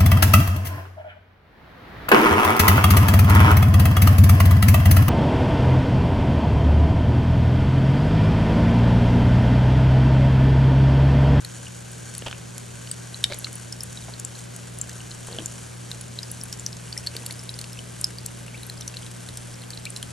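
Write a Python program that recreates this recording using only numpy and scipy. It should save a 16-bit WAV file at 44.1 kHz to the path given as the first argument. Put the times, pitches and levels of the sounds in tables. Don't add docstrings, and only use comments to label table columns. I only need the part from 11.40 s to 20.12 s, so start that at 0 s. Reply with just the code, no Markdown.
import sys
import numpy as np
from scipy import signal
from scipy.fft import rfft, irfft, next_fast_len
from scipy.io import wavfile

SR = 44100
rng = np.random.default_rng(int(sys.argv[2]) if len(sys.argv) > 2 else 0)


def master_out(mix):
    frames = np.transpose(np.atleast_2d(mix))
    ceiling = np.clip(frames, -1, 1)
    pcm = np.round(ceiling * 32767).astype(np.int16)
    wavfile.write(sys.argv[1], SR, pcm)


N = 384552
BLIP, BLIP_S = 2048, .005
MAINS_HZ = 60

# freq_hz, gain_db
ROOM_TONE = [(10, -14), (25, -4), (50, -33), (100, 3.5), (200, 0), (400, -3), (800, -9), (1300, -9.5),
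             (2500, -10.5), (5000, -12.5), (10000, -26), (13000, -23.5), (15000, -71)]
# freq_hz, gain_db
MIC_NOISE = [(20, -20), (40, -15), (80, -8.5), (150, 0.5), (300, 0.5), (600, -3.5), (1000, -9.5),
             (2000, -16), (3600, -25.5), (8000, -18), (13000, -30), (15000, -62)]
# freq_hz, t60_s
ROOM_DECAY = [(200, 1), (3500, 0.15), (12000, 0.083)]
# mains_multiple, level_db
HUM_LINES = [(1, -88), (2, -41.5), (3, -50.5), (4, -69), (7, -81), (8, -68), (11, -70.5)]
# pitch_hz, width_hz, level_db
CABINET_MODES = [(32.1, 3.9, -63), (63.1, 7.1, -56.5), (82, 8.9, -55.5), (162.6, 9, -56.5),
                 (224.1, 3.8, -61), (571, 30, -65)]
# freq_hz, gain_db
HISS_COLOUR = [(1000, -3.5), (2500, -5), (3100, -2.5), (3500, -5.5), (5000, -6), (5800, -0.5), (7300, 0.5),
               (8500, 2), (9300, -2), (10400, -2), (11500, -7.5), (12300, -33), (13300, -27), (15000, -60)]
# time_s, level_db
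HISS_LEVEL = [(0, -47.5), (1.9, -46), (3.2, -46.5), (4.2, -45), (5, -46.5), (6.2, -45), (7, -48),
              (7.5, -46.5), (8.72, -46.5)]
# pitch_hz, width_hz, gain_db
HOUSING_MODES = [(1550, 217, 5.5), (3070, 250, -1.5)]
# time_s, level_db
HOUSING_LEVEL = [(0, -53.5), (8.72, -59)]
# pitch_hz, width_hz, gain_db
WHISTLE_MODES = [(4400, 89, -3.5), (5830, 450, 3.5), (6810, 840, 9), (8170, 500, -12), (8000, 610, 4)]
# time_s, level_db
WHISTLE_LEVEL = [(0, -49), (2.5, -51), (4.6, -52), (6.2, -59), (8.72, -78)]
# freq_hz, side_db
SIZZLE_WIDTH = [(1500, -22), (3600, -27), (5500, -16), (8000, -5.5), (12000, -1)]
# pitch_multiple, gain_db
THUD_COLOUR = [(.2, -6), (.6, -1.5), (1, 1), (1.5, -3.5), (3, -14.5), (8, -38), (16, -65)]
# pitch_multiple, gain_db
CLICK_COLOUR = [(.12, -22), (.34, -9), (.54, 0), (.7, -9), (.85, 2), (1, 5.5), (1.18, -4.5), (1.38, -14),
                (1.8, -14), (4.2, -49)]
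# start_s, length_s, gap_s, growth_db, thud_hz, thud_db, click_hz, click_db
CREAKS = [(0.822, .004, .006, 0, 560, -38, 2980, -36.5),
          (0.8626, .005, 0.0034, 5.5, 1010, -36, 3040, -36.5),
          (0.87, .005, 0.0034, -3, 590, -33, 3130, -33), (.8826, .004, .006, 0, 805, -38, 3050, -33),
          (0.9124, .004, .006, 0, 1600, -42, 3030, -35.5), (0.9282, .004, .006, 0, 1750, -46, 2950, -33),
          (0.9465, .004, .006, 0, 1500, -55, 2950, -45), (1.9, .021, .0052, 4, 575, -38, 3900, -42),
          (1.9234, .004, .006, 0, 2100, -31.5, 4000, -36), (1.929, .025, 0.0063, -3, 580, -44, 4050, -40),
          (2.044, .004, .006, -6, 1900, -55, 2850, -39), (2.069, .004, .006, 0, 1510, -43, 2370, -38),
          (2.684, .022, .008, -7, 700, -39, 3000, -61), (3.8858, .004, 0.0063, 0, 764, -36, 3300, -49),
          (3.901, .075, .011, 0, 495, -41, 3400, -46), (3.9863, .004, 0.0063, 0, 416, -32, 3450, -28),
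          (3.994, .014, .0098, -3, 315, -34, 3180, -39), (4.02, .012, .013, 0, 323, -38.5, 3200, -52),
          (5.752, .004, .006, 0, 430, -37, 2670, -40), (5.765, .06, 0.017, -2, 474, -45, 3000, -54),
          (5.837, .08, 0.06, -4, 900, -44, 3300, -55)]
# start_s, start_pitch_hz, level_db
BLOOPS = [(3.49, 1640, -44), (5.567, 1980, -38), (5.899, 1900, -43.5), (7.143, 2190, -39),
          (8.462, 2205, -33)]
# pitch_hz, gain_db, t60_s
HOLLOW_MODES = [(1785, -9, 0.012), (2700, -10.5, 0.017), (2980, -9.5, 0.038), (3650, 2, 0.005),
                (4450, 6, 0.01), (5400, 2.5, 0.011), (7430, -1.5, 0.016)]
# freq_hz, gain_db
SNAP_COLOUR = [(500, 19), (1800, 16), (3000, -18), (5000, -7.5), (7500, 3), (10500, 5), (12500, -4.5),
               (14500, -19), (16000, -42)]
# time_s, bursts_per_s
FAINT_RATE = [(0, 2), (1.3, 2), (2.2, 3), (3.2, 3), (4.6, 3), (5.6, 7), (6.25, 15), (6.6, 4), (7.6, 7),
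              (8.1, 3), (8.72, 12)]
# pitch_hz, ring_db, snap_db, splash_db
FAINT_SIZES = [(2850, -47, -61, -54), (4020, -48.5, -49, -60), (5300, -44, -61, -50), (6960, -43, -46, -45),
               (10360, -41.5, -48, -56)]
# start_s, pitch_hz, ring_db, snap_db, splash_db
CLEAR_BUBBLES = [(0.0481, 4220, -32.5, -34.5, -48), (.268, 2850, -38.5, -58, -55),
                 (.75, 7400, -42, -33, -37.5), (.7806, 10360, -34, -33.5, -44),
                 (1.1807, 6900, -49, -32.5, -42), (1.473, 2971, -42, -57, -41),
                 (1.514, 8460, -25, -35, -33), (1.7441, 4100, -31.5, -55, -52),
                 (1.8404, 3740, -14.5, -28.5, -24), (1.8406, 3100, -22.5, -29, -32),
                 (1.8407, 2340, -31.5, -40, -45), (1.8406, 4450, -22, -36, -35),
                 (1.9338, 4130, -33, -46, -46), (1.9444, 6955, -37, -39, -47),
                 (1.9877, 11000, -31.5, -41, -58), (2.0448, 4200, -25, -40, -41),
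                 (2.129, 8900, -46, -37, -58), (2.155, 9850, -33, -43, -58), (2.3252, 5400, -30, -33, -55),
                 (2.4065, 5360, -30, -37, -45), (2.4337, 8900, -34, -30, -55), (2.529, 7100, -38, -41, -52),
                 (2.573, 3900, -36, -57, -45), (2.738, 4200, -37.5, -57, -55), (2.798, 7230, -35, -32, -54),
                 (2.8492, 7380, -28, -32.5, -46), (2.952, 4200, -42, -55, -50),
                 (3.163, 7100, -44, -36.5, -58), (3.3865, 9400, -35, -37, -58),
                 (3.414, 7404, -25.5, -27, -55), (3.4942, 6136, -41, -39, -41),
                 (3.6045, 2930, -41.5, -57, -52), (3.714, 3860, -44, -46, -38),
                 (3.9278, 4263, -38, -50, -52), (4.0594, 7000, -27.5, -29.5, -50),
                 (4.5149, 3920, -32.5, -39, -35), (4.6114, 10300, -34.5, -46, -58),
                 (4.7886, 4010, -28, -46, -39), (4.831, 5020, -31, -39.5, -42),
                 (4.915, 10460, -29, -35, -58), (5.0132, 5500, -34.5, -46, -56),
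                 (5.0362, 10300, -29.5, -51, -58), (5.1272, 5500, -33, -34.5, -35),
                 (5.196, 7200, -32, -44, -55), (5.2633, 5800, -24.5, -29.5, -38),
                 (5.329, 5350, -41, -44, -40), (5.527, 4520, -29, -47, -37), (5.577, 5470, -27, -31, -44),
                 (5.586, 5710, -40, -45, -52), (5.6645, 4360, -38, -39.5, -33),
                 (5.671, 4400, -20.5, -35, -34), (5.766, 4450, -32, -33, -37), (5.863, 9180, -38, -30, -33),
                 (5.909, 4270, -42, -39.5, -33), (5.9245, 10900, -36, -44, -46),
                 (5.993, 5300, -37.5, -44, -50), (6.0922, 3950, -31, -45, -37),
                 (6.1406, 4900, -36, -46, -51), (6.1896, 4380, -33, -35.5, -40),
                 (6.2135, 4560, -40, -35, -37), (6.2416, 2700, -43, -48, -38), (6.331, 5300, -41, -41, -51),
                 (6.39, 3000, -34.5, -47, -40), (6.6124, 8950, -32, -28, -52), (6.643, 5060, -17, -25, -50),
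                 (6.785, 4730, -33.5, -46, -53), (6.862, 7570, -33, -28.5, -42),
                 (7.081, 2710, -40.5, -57, -55), (7.2322, 4100, -39, -39.5, -51),
                 (7.2978, 4130, -34.5, -35.5, -48), (7.4096, 5770, -34, -39, -44),
                 (7.421, 3700, -41, -55, -46), (7.478, 5860, -31, -31.5, -37), (7.541, 2660, -44, -54, -42),
                 (7.569, 4030, -32, -47, -39), (7.63, 3150, -43, -54, -52), (7.664, 3962, -43, -47, -46),
                 (7.888, 3870, -41, -41, -42), (7.973, 7760, -43, -31.5, -40), (8.219, 4180, -43, -48, -54),
                 (8.237, 3120, -44, -56, -56), (8.305, 4586, -40, -35, -46), (8.333, 4100, -37, -54, -52),
                 (8.374, 4080, -36.5, -48, -40), (8.454, 4150, -34.5, -34.5, -36),
                 (8.5032, 8650, -39, -34.5, -58), (8.563, 4020, -33.5, -38, -35),
                 (8.572, 9689, -40, -42, -42), (8.6276, 3140, -33, -38, -40), (8.628, 7000, -45, -32, -48)]
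# freq_hz, difference_db
MIC_BALANCE = [(100, 0), (1000, 0.5), (2500, 0), (5000, 0), (8000, 2), (12000, 2)]


def amp(db):
    return 10 ** (np.asarray(db) / 20)


def unit(x):
    return x / np.sqrt(np.mean(x ** 2) + 1e-20)


def blip(x):
    return x / np.sqrt(np.mean(np.sum(x ** 2, -1)) / (BLIP_S * SR) + 1e-20)


def along(points, hz):
    freqs, values = np.transpose(points)
    return np.interp(np.log(hz + 1), np.log(freqs + 1), values)


def wobble(rate):
    knots = rng.standard_normal(int(N * rate / SR) + 2)
    return np.interp(np.arange(N) * rate / SR, np.arange(len(knots)), knots)


def filtered(x, response):
    size = next_fast_len(N + 8192)
    return irfft(rfft(x, size) * response(np.fft.rfftfreq(size, 1 / SR)), size)[..., :N]


def coloured(x, points):
    return filtered(x, lambda hz: amp(along(points, hz)))


def causal(points):
    cepstrum = irfft(np.log(amp(along(points, np.fft.rfftfreq(BLIP, 1 / SR)))))
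    cepstrum[1:BLIP // 2] *= 2
    cepstrum[BLIP // 2 + 1:] = 0
    return np.exp(rfft(cepstrum))


def resonate(x, modes):
    def band(hz, pitch, width):
        peak = 1j * hz * width / (pitch ** 2 - hz ** 2 + 1j * hz * width)
        return peak ** 2 * np.sqrt(2 * SR / (np.pi * width))
    return filtered(unit(x), lambda hz: sum(amp(db) * band(hz, f, width) for f, width, db in modes))


def stereo(mid, side):
    return np.array([mid + side, mid - side])


def add(track, start_s, sound):
    i = max(int(start_s * SR), 0)
    part = track[:, i:i + BLIP]
    part += sound[:, :part.shape[1]]


def background(mid_db=-47.0, side_db=-46.5):
    mid = unit(coloured(rng.standard_normal(N), ROOM_TONE))
    side = unit(coloured(rng.standard_normal(N), MIC_NOISE))
    return stereo(amp(mid_db) * mid, amp(side_db) * side)


def room(x):
    hz, t, noise = signal.stft(rng.standard_normal((2, SR // 2)), SR, nperseg=256)
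    fade = amp(-60 * t / along(ROOM_DECAY, hz)[:, None])
    tail = signal.istft(noise * fade, SR, nperseg=256)[1]
    response = np.pad(tail, ((0, 0), (200, 0))) / np.linalg.norm(tail[0])
    return signal.fftconvolve(x, response, axes=1)[:, :N]


def hum(waver_db=.14):
    t = np.arange(N) / SR
    lines = np.zeros(N)
    for multiple, db in HUM_LINES:
        peak = np.sqrt(2) * amp(db + waver_db * wobble(3.8))
        lines += peak * np.sin(2 * np.pi * (multiple * MAINS_HZ * t + rng.random()))
    drone = resonate(rng.standard_normal(N), CABINET_MODES)
    return (lines + drone) * amp([[.3], [-.3]])


def sizzle(attack_s=.0017, decay_s=.0042, scatter_db=2.0, swell_db=1.0, housing_trim_db=-1.5):
    t = np.arange(N) / SR
    rate_hz = 2 * MAINS_HZ
    beat, phase = np.divmod(rate_hz * t + .55, 1)
    age_s, k = phase / rate_hz, beat.astype(int)
    sizes = amp(scatter_db * rng.standard_normal(k[-1] + 2))
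    stroke = lambda s: (1 - np.exp(-s / attack_s)) * np.exp(-s / decay_s)
    drive = np.hypot(sizes[k + 1] * stroke(age_s), sizes[k] * stroke(age_s + 1 / rate_hz))
    drive *= amp(swell_db * wobble(9))
    chatter = lambda: drive * rng.standard_normal((2, N))
    spread = lambda pair: unit(stereo(pair[0], coloured(pair[1], SIZZLE_WIDTH)))
    gain = lambda course: amp(np.interp(t, *np.transpose(course)))
    hiss = gain(HISS_LEVEL) * spread(coloured(chatter(), HISS_COLOUR))
    housing = gain(HOUSING_LEVEL) * spread(resonate(chatter(), HOUSING_MODES))
    whistle = gain(WHISTLE_LEVEL) * spread(resonate(chatter(), WHISTLE_MODES))
    return hiss + amp(housing_trim_db) * housing + whistle


def pane(x, pitch_hz=3530, t60_s=.35, gain_db=-10):
    t = np.arange(SR // 2) / SR
    fade = amp(-60 * t / t60_s)
    ring = 2 * fade / fade.sum() * np.sin(2 * np.pi * pitch_hz * t)
    return amp(gain_db) * signal.fftconvolve(x, ring[None], axes=1)[:, :N]


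def walls(x, glass_gain=.31, lid_gain=.13, lid_s=.0083, spread_s=.000032, count=6):
    hz = np.fft.rfftfreq(BLIP, 1 / SR)
    paths_s = np.append(rng.uniform(.000488, .003, count), lid_s * rng.uniform(.98, 1.1))
    arrivals_s = paths_s + spread_s * rng.standard_normal((2, 1 + count)) / 2
    gains = np.append(glass_gain * rng.standard_normal(count), lid_gain)
    echoes = gains[:, None] * np.exp(-2j * np.pi * arrivals_s[..., None] * hz)
    return irfft(rfft(x) * (1 + echoes.sum(1)))


def kick(colour, t60_s, tail_db=-5):
    t = np.arange(BLIP) / SR
    tail = rng.standard_normal(BLIP) * amp(-60 * t / t60_s)
    push = (t == 0) + amp(tail_db) * tail / np.linalg.norm(tail)
    return irfft(rfft(push) * colour)


def thud(hz, ring_db=-2.5, ring_cycles=13):
    t, t60_s = np.arange(BLIP) / SR, ring_cycles / hz
    ring = np.sin(2 * np.pi * hz * t) * amp(-60 * t / t60_s) * (1 - np.exp(-2 * hz * t))
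    colour = causal([(multiple * hz, db) for multiple, db in THUD_COLOUR])
    push = kick(colour, t60_s / 2)
    return blip(walls(blip(push) + amp(ring_db) * blip(ring)))


def creaks(uneven=.06, pitch_scatter=.021, click_t60_s=.007):
    out = np.zeros((2, N))
    for start_s, length_s, gap_s, growth_db, thud_hz, thud_db, click_hz, click_db in CREAKS:
        colour = causal([(multiple * click_hz, db) for multiple, db in CLICK_COLOUR])
        for k, after_s in enumerate(np.arange(0, length_s, gap_s)):
            late, detune = rng.standard_normal(2)
            body = amp(thud_db) * thud(thud_hz * np.exp(pitch_scatter * detune))
            click = amp(click_db) * blip(walls(kick(colour, click_t60_s)))
            slip_s = start_s + after_s + (k > 0) * uneven * gap_s * late
            add(out, slip_s, amp(growth_db * after_s / length_s) * (body + click))
    return out


def bloops(attack_s=.0009, decay_s=.0032, gap_s=.007, loss_db=3.0,
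           step_octaves=.2, scatter_octaves=.03, rise_octaves_per_s=20):
    out, t = np.zeros((2, N)), np.arange(BLIP) / SR
    envelope = (1 - np.exp(-t / attack_s)) * np.exp(-t / decay_s)
    for start_s, hz, db in BLOOPS:
        for k, detune in enumerate(rng.standard_normal(2)):
            octaves = k * (step_octaves + scatter_octaves * detune) + rise_octaves_per_s * t
            ring = envelope * np.sin(2 * np.pi * np.cumsum(hz * 2 ** octaves) / SR)
            add(out, start_s + k * gap_s, amp(db - k * loss_db) * blip(walls(ring)))
    return out


def splash(detune=.033, scatter_db=3.5):
    t = np.arange(BLIP) / SR
    hz, db, t60_s = np.transpose(HOLLOW_MODES)[..., None]
    shift, strength = rng.standard_normal((2, len(HOLLOW_MODES), 1))
    envelopes = amp(db + scatter_db * strength - 60 * t / t60_s)
    modes = envelopes * np.sin(2 * np.pi * hz * (1 + detune * shift) * t)
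    return blip(walls(modes[::2].sum(0) - modes[1::2].sum(0)))


def plink(hz, ring_db, snap_db, colour, life_at_5k_s=.0021, life_scatter_octaves=.3,
          collapse=2.2, rise=.0029, snap_t60_s=.0024, cavity_db=4, cavity_q=2.4):
    t = np.arange(BLIP) / SR
    life_s = life_at_5k_s * np.sqrt(5000 / hz) * 2 ** (life_scatter_octaves * rng.standard_normal())
    age = t / life_s
    pitch_hz = hz * (1 + rise * (np.minimum(age, 2) - 1 / 3))
    ring = np.sin(2 * np.pi * np.cumsum(pitch_hz) / SR) * np.exp(-age ** collapse)
    snap = rng.standard_normal(BLIP) * amp(-60 * t / snap_t60_s)
    z = 1j * np.fft.rfftfreq(BLIP, 1 / SR) / hz
    cavity = 1 + amp(cavity_db) * z / (cavity_q * (z * z + 1) + z)
    radiation = (z * z / (z * z + z * np.sqrt(.5) + .5)) ** 2
    ring = irfft(rfft(ring) * radiation)
    snap = irfft(rfft(snap) * colour * cavity * radiation)
    return amp(ring_db) * blip(walls(ring)) + amp(snap_db) * blip(walls(snap))


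def bubbles(spread_db=1, spread_octaves=.16, candidates=220):
    out, colour = np.zeros((2, N)), causal(SNAP_COLOUR)
    for start_s, hz, ring_db, snap_db, splash_db in CLEAR_BUBBLES:
        add(out, start_s, plink(hz, ring_db, snap_db, colour) + amp(splash_db) * splash())
    for when, chance, size, detune, strength in rng.random((candidates, 5)):
        start_s = when * N / SR
        hz, ring_db, snap_db, splash_db = FAINT_SIZES[int(size * len(FAINT_SIZES))]
        hz *= 2 ** (spread_octaves * (2 * detune - 1))
        sound = plink(hz, ring_db, snap_db, colour) + amp(splash_db) * splash()
        bursts_per_s = np.interp(start_s, *np.transpose(FAINT_RATE))
        if chance * candidates < bursts_per_s * N / SR:
            lift_db = spread_db * min(-np.log(strength), np.e)
            add(out, start_s, amp(lift_db) * sound)
    return out


def scene(room_db=-17):
    near = bubbles() + bloops() + creaks()
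    return near + pane(near) + amp(room_db) * room(near) + hum() + sizzle() + background()


def record(dry, left_lead_s=.00001, ceiling=1.0, top_hz=16300):
    halves = np.array([[.5], [-.5]])
    balance = lambda hz: amp(halves * along(MIC_BALANCE, hz))
    lead = lambda hz: np.exp(2j * np.pi * hz * halves * left_lead_s)
    heard = filtered(dry, lambda hz: balance(hz) * lead(hz))
    rounded = heard / (1 + (heard / ceiling) ** 4) ** .25
    return filtered(rounded, lambda hz: hz < top_hz)


dry = scene()
out = record(dry)
master_out(out)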